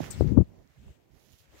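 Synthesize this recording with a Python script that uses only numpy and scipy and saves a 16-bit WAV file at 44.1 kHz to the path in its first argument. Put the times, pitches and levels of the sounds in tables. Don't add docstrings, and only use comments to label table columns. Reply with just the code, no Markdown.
import sys
import numpy as np
from scipy import signal
from scipy.fft import rfft, irfft, next_fast_len
from scipy.io import wavfile
from scipy.ndimage import uniform_filter1d, map_coordinates

SR = 44100
rng = np.random.default_rng(int(sys.argv[2]) if len(sys.argv) > 2 else 0)


def persist_wave(psi):
    counts = np.round(np.clip(psi, -1, 1) * 32767).astype(np.int16)
    wavfile.write(sys.argv[1], SR, np.atleast_2d(counts).T)


def boost(x):
    u = np.asarray(x, float) / 20
    return 10 ** u


N = 70560
T = np.arange(N) / SR


def unit(x):
    return x / np.sqrt(np.mean(x ** 2, axis=-1, keepdims=True) + 1e-20)


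def along(points, hz):
    f, db = np.transpose(points)
    return np.interp(np.log(hz + 1), np.log(f + 1), db, left=-120, right=-120)


def colour(x, *spectra):
    m = next_fast_len(N + 8192)
    hz = np.fft.rfftfreq(m, 1 / SR)
    gain = boost([along(s, hz) for s in spectra])
    return irfft(rfft(x, m) * gain, m)[:, :N]


def curves(rows):
    s, *columns = np.transpose(rows)
    return np.array([np.interp(T, s, c) for c in columns])


def wobble(knots_per_s):
    knots = rng.standard_normal((2, 4096))
    return np.array([map_coordinates(k, [T * knots_per_s]) for k in knots])


def noise(spectrum, patchy_db=0):
    z = signal.stft(rng.standard_normal((2, N)), nperseg=256)[2]
    field = uniform_filter1d(rng.standard_normal(z.shape), size=5, axis=1)
    field = uniform_filter1d(field, size=8, axis=2)
    patchy = z * boost(patchy_db * field / field.std())
    x = signal.istft(patchy, nperseg=256)[1][:, :N]
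    return unit(colour(x, spectrum))


def hump(s, length_s, rise):
    u = (T - s) / length_s
    rise = np.clip(rise, .05, .95)
    ramp = np.minimum(u / rise, (1 - u) / (1 - rise))
    return np.sin(np.pi / 2 * np.clip(ramp, 0, 1))


def swells(rows):
    return sum(boost(db) * hump(s, length_s, rise) for s, length_s, db, rise in rows)


# t/s, level/dB
GUST_LEFT = [(0, -48), (.11, -47.5), (.17, -37.5), (.24, -26), (.285, -27), (.335, -25), (.365, -24.5),
             (.425, -25), (.445, -58.5), (.52, -87.5), (.68, -84), (.715, -72.5), (.77, -72.5), (.82, -57),
             (.915, -53), (.94, -82), (1.31, -87), (1.345, -72.5), (1.6, -66)]
# t/s, level/dB
BREEZE_RIGHT = [(0, -32.5), (.03, -41), (.12, -49), (.32, -48), (.45, -54), (.62, -57), (.7, -65.5),
                (.76, -75), (.78, -57), (.9, -56), (.95, -66.5), (1.08, -67), (1.15, -57.5), (1.19, -72),
                (1.34, -58.5), (1.38, -79.5), (1.52, -70.5), (1.6, -103)]


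def wind_db():
    return np.vstack([curves(GUST_LEFT), curves(BREEZE_RIGHT)])


# t/s, peak level/dB, f/Hz, length/turns, port [0 left, 1 right]
EDDIES = [(.2097, -5, 380, .7, 0), (.2097, -31, 1150, .7, 0), (.2203, -11.5, 80, 1.5, 0),
          (.2227, -11, 300, .9, 0), (.238, -18, 125, 1.4, 0), (.2465, -20, 300, .8, 0),
          (.258, -18, 150, 1.2, 0), (.2725, -17, 115, 1.6, 0), (.311, -20, 135, 1.8, 0),
          (.3222, -15, 280, 1.7, 0), (.328, -16, 110, 1.5, 0), (.3535, -17, 110, 1.2, 0),
          (.3748, -17, 520, .9, 0), (.3762, -35, 1120, 2.2, 0), (.3783, -2, 250, 1.8, 0),
          (.3857, -8, 108, 1.6, 0), (.3882, -8.5, 370, 1, 0), (.4012, -12, 165, 1.2, 0),
          (.4062, -13, 290, 1, 0), (.4133, -10, 115, 1.3, 0), (.0058, -35, 430, 1.4, 0),
          (.4295, -29, 220, 1.2, 0), (.0046, -21, 600, 1.2, 1), (.0076, -18.5, 250, 1, 1),
          (.0148, -25, 150, 1, 1), (.7785, -50, 140, 2, 1), (.7775, -57, 130, 1.5, 0),
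          (.876, -45, 70, 1.8, 1), (.882, -46, 75, 1.4, 0), (.904, -44, 65, 1.3, 1),
          (.904, -49, 65, 1.5, 0), (.397, -13, 73, 2.6, 0), (.8, -50, 55, 1.5, 1), (1.341, -47, 85, 1.3, 1),
          (1.414, -55, 100, 2, 0), (1.5, -52, 60, 1.3, 0), (1.546, -51, 70, 1.3, 0),
          (1.578, -52, 75, 1.3, 0)]
# f/Hz, density/dB
THUD_SPECTRUM = [(25, -20.5), (45, 0.5), (70, -1), (130, 4), (220, -6.5), (400, -36.5), (800, -52)]
# f/Hz, density/dB
FLAP_SPECTRUM = [(100, -17.5), (200, 1), (300, -2.5), (450, -13), (700, -29.5), (1100, -43), (1500, -54.5)]
# f/Hz, gain/dB
WINDWAY = [(12, -24), (28, -2), (50, 0), (750, 0), (1200, 5), (1600, 3), (2400, -14), (4000, -60)]


def buffet():
    lump_db, lumps_per_s = 2.2, 73
    flap_offset_db, flap_growth = np.array([[-4.5], [-3]]), np.array([[1.6], [1.032]])
    thud_db = wind_db()
    peak_db = thud_db.max()
    flap_db = flap_offset_db + peak_db + flap_growth * (thud_db - peak_db)
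    thud = boost(thud_db + lump_db * wobble(lumps_per_s / 2)) * noise(THUD_SPECTRUM)
    flap = boost(flap_db + lump_db * wobble(lumps_per_s)) * noise(FLAP_SPECTRUM)
    out = thud + flap
    for s, db, hz, turns, port in EDDIES:
        u = hz * (T - s)
        out[round(port)] -= boost(db) * np.cos(2 * np.pi * u) / (1 + (u / turns) ** 2) ** 3
    return colour(out, WINDWAY, WINDWAY)


# f/Hz, density/dB
HEAVE_SPECTRUM = [(24, -30), (36, -8), (55, 0), (85, -10), (130, -30)]


def heave():
    level_db = -28 + .95 * (wind_db() + 20.5)
    return boost(level_db + 4 * wobble(27)) * noise(HEAVE_SPECTRUM)


# t/s, left level/dB, right level/dB
RUSH = [(0, -48, -46), (.05, -46.5, -37.5), (.1, -49.5, -49), (.14, -48, -46.5), (.22, -48.5, -53.5),
        (.28, -55, -50.5), (.36, -59.5, -60.5), (.47, -68.5, -68), (.6, -72.5, -64.5), (.75, -68, -65.5),
        (.83, -67.5, -61.5), (.91, -64, -64), (.97, -68, -71.5), (1.07, -72.5, -72), (1.14, -67.5, -64.5),
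        (1.36, -72.5, -68), (1.5, -63, -62), (1.6, -55, -53)]
# f/Hz, density/dB
AIR_SPECTRUM = [(500, 2), (1000, -2), (2000, 1), (4000, -7.5), (8000, -13.5), (15800, -17)]


def rush():
    return boost(curves(RUSH) + 1.2 * wobble(25)) * noise(AIR_SPECTRUM, patchy_db=1.5)


# t/s, left level/dB, right level/dB
REEDS = [(0, -58, -50.5), (.3, -62, -56.5), (.5, -63, -69), (.6, -58.5, -61), (.72, -81.5, -86),
         (.9, -65, -62.5), (1, -70, -70), (1.26, -72.5, -71), (1.4, -81, -74), (1.48, -78.5, -75),
         (1.54, -64.5, -60.5), (1.6, -67.5, -72)]
# f/Hz, density/dB
REED_SPECTRUM = [(120, -27.5), (200, -2.5), (350, 7), (650, 0), (1000, -8), (1600, -27)]


def reeds():
    return boost(curves(REEDS) + 2 * wobble(30)) * noise(REED_SPECTRUM)


# f/Hz, density/dB
HISS_SPECTRUM = [(60, -17), (300, -2.5), (2000, -18), (8000, -16.5), (9500, -16.5), (15900, -7.5)]


def microphone_hiss():
    return boost(-84) * noise(HISS_SPECTRUM)


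# t/s, length/s, level/dB, rise share [0-1]
RUBS = [
    (0.01, 0.019, -56, 0.4),
    (0.109, .035, -60.5, .3),
    (1.103, 0.25, -59.5, 0.69),
    (1.297, 0.1205, -58.5, 0.32),
    (1.374, 0.096, -59, 0.26),
    (1.499, 0.152, -62.5, 0.84),
]
# f/Hz, density/dB
RUB_SPECTRUM = [(600, -11.5), (1500, -11), (3000, 6.5), (7000, 1), (12000, 3), (15800, 0)]
# t/s, peak level/dB, f/Hz
TICKS = [(.017, -33, 4500), (.033, -32, 3000), (.0425, -27, 2000), (.062, -30, 2500), (.118, -36, 2500),
         (.127, -38, 6000), (.165, -37, 2500), (.235, -42, 4500), (.277, -38, 3500), (.293, -43, 4500),
         (.445, -55, 4500), (.59, -58, 5500), (.676, -51, 5500), (.708, -54, 2000), (.815, -54, 5500),
         (.882, -49, 900), (1.292, -50, 2500), (1.405, -46, 4000), (1.455, -53, 3000)]


def rings():
    grain_db, grains_per_s, left_db, tick_cycles = 3, 2000, -27, .7
    out = swells(RUBS) * boost(grain_db * wobble(grains_per_s)[0]) * noise(RUB_SPECTRUM)
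    for s, db, hz in TICKS:
        t = np.clip(T - s, 0, None)
        decay = (t > 0) * np.exp(-t * hz / tick_cycles)
        out[1] += boost(db) * decay * np.sin(2 * np.pi * hz * t) * np.e
    return out * boost([[left_db], [0]])


# f/Hz, density/dB
SNAP_SPECTRUM = [(2500, -25), (4000, -16), (5500, -5.5), (7000, -5.5), (7900, 3.5), (9000, -1.5),
                 (12000, -20.5), (15800, -14.5)]


def snap():
    start_s, rise_s, level_db = 0.1039, .004, -24
    t60_s, tail_db, tail_t60_s = 0.062, -30.5, .4
    t = np.clip(T - start_s, 0, None)
    decay = boost(-60 * t / t60_s) + boost(tail_db - 60 * t / tail_t60_s)
    shape = (1 - np.exp(-t / rise_s)) * decay
    return boost(level_db) * shape * noise(SNAP_SPECTRUM, patchy_db=3) * [[1], [0]]


# f/Hz, density/dB
FIZZ_SPECTRUM = [(9000, -12), (11500, 1), (15800, 4)]


def fizz():
    return boost(-52) * hump(.104, .045, .5) * noise(FIZZ_SPECTRUM) * [[1], [0]]


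# t/s, length/s, level/dB, start f/Hz, end f/Hz
WHISTLES = [
    (.112, .045, -48, 6100, 3100),
    (.127, .011, -45, 4300, 3700),
    (.143, .013, -48, 4500, 3200),
    (.132, .022, -52, 7600, 8300),
    (.158, .064, -53, 5800, 4000),
    (.194, .011, -49, 5300, 5000),
    (.206, .012, -49, 4500, 3900),
    (.203, .012, -54, 7900, 7200),
]


def whistles():
    width_hz = 1050
    out = np.zeros(N)
    for s, length_s, db, start_hz, end_hz in WHISTLES:
        hz = np.interp(T, [s, s + length_s], [start_hz, end_hz])
        phase = 2 * np.pi * np.cumsum(hz) / SR
        a, b = wobble(width_hz)
        out += boost(db) * hump(s, length_s, 0.45) * (a * np.cos(phase) + b * np.sin(phase))
    return out * [[1], [0]]


# t/s, length/s, level/dB, rise share [0-1]
TEARS = [
    (0.2096, 0.0081, -39, 0.3),
    (0.218, 0.014, -41, 0.44),
    (0.224, .01, -48, .5),
    (0.242, .011, -43.5, .5),
    (.262, 0.0085, -48, 0.4),
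    (0.307, .025, -48, 0.4),
    (0.369, .012, -25.5, 0.52),
    (0.381, 0.0081, -31.5, 0.2),
    (0.397, 0.0091, -33.5, .4),
    (0.406, 0.013, -36, .4),
]
# f/Hz, density/dB
TEAR_SPECTRUM = [(350, -9.5), (550, 6.5), (800, -7), (1100, -11), (1500, -29.5), (1900, -36.5)]


def tearing():
    return swells(TEARS) * boost(3 * wobble(300)) * noise(TEAR_SPECTRUM) * [[1], [0]]


# t/s, length/s, level/dB, rise share [0-1]
SWISHES = [
    (0.715, 0.28, -64, 0.63),
    (1.291, 0.24, -68.5, 0.17),
]
# f/Hz, density/dB
SWISH_SPECTRUM = [(1800, -12), (2700, 8), (3600, 1.5), (5300, -12), (7000, -5.5), (9000, -9.5),
                  (15800, -17)]


def swish():
    return swells(SWISHES) * noise(SWISH_SPECTRUM) * [[1], [0]]


# f/Hz, gain/dB
HOUSING_LEFT = [(20, -25.5), (2800, -5), (5300, -3.5), (7800, 0), (8600, -3), (9400, -13), (11000, -5),
                (16000, -2)]
# f/Hz, gain/dB
HOUSING_RIGHT = [(20, 7.5), (3000, -6.5), (5000, -5), (6900, -1.5), (7600, -11.5), (8800, -14.5),
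                 (10500, -6.5), (16000, -7)]


def housings(x):
    return colour(x, HOUSING_LEFT, HOUSING_RIGHT)


def scene():
    out = buffet() + reeds()
    out += housings(rush() + rings() + swish() + snap() + whistles() + fizz())
    out += microphone_hiss()
    return out + tearing() + heave()


def roll_off(x):
    return signal.sosfilt(signal.butter(12, 15970, fs=SR, output="sos"), x)


def record(dry):
    m = next_fast_len(N)
    passed = np.fft.rfftfreq(m, 1 / SR) < 15900
    mix = irfft(rfft(dry, m) * passed, m)[:, :N]
    return roll_off(mix)


dry = scene()
out = record(dry)
persist_wave(out)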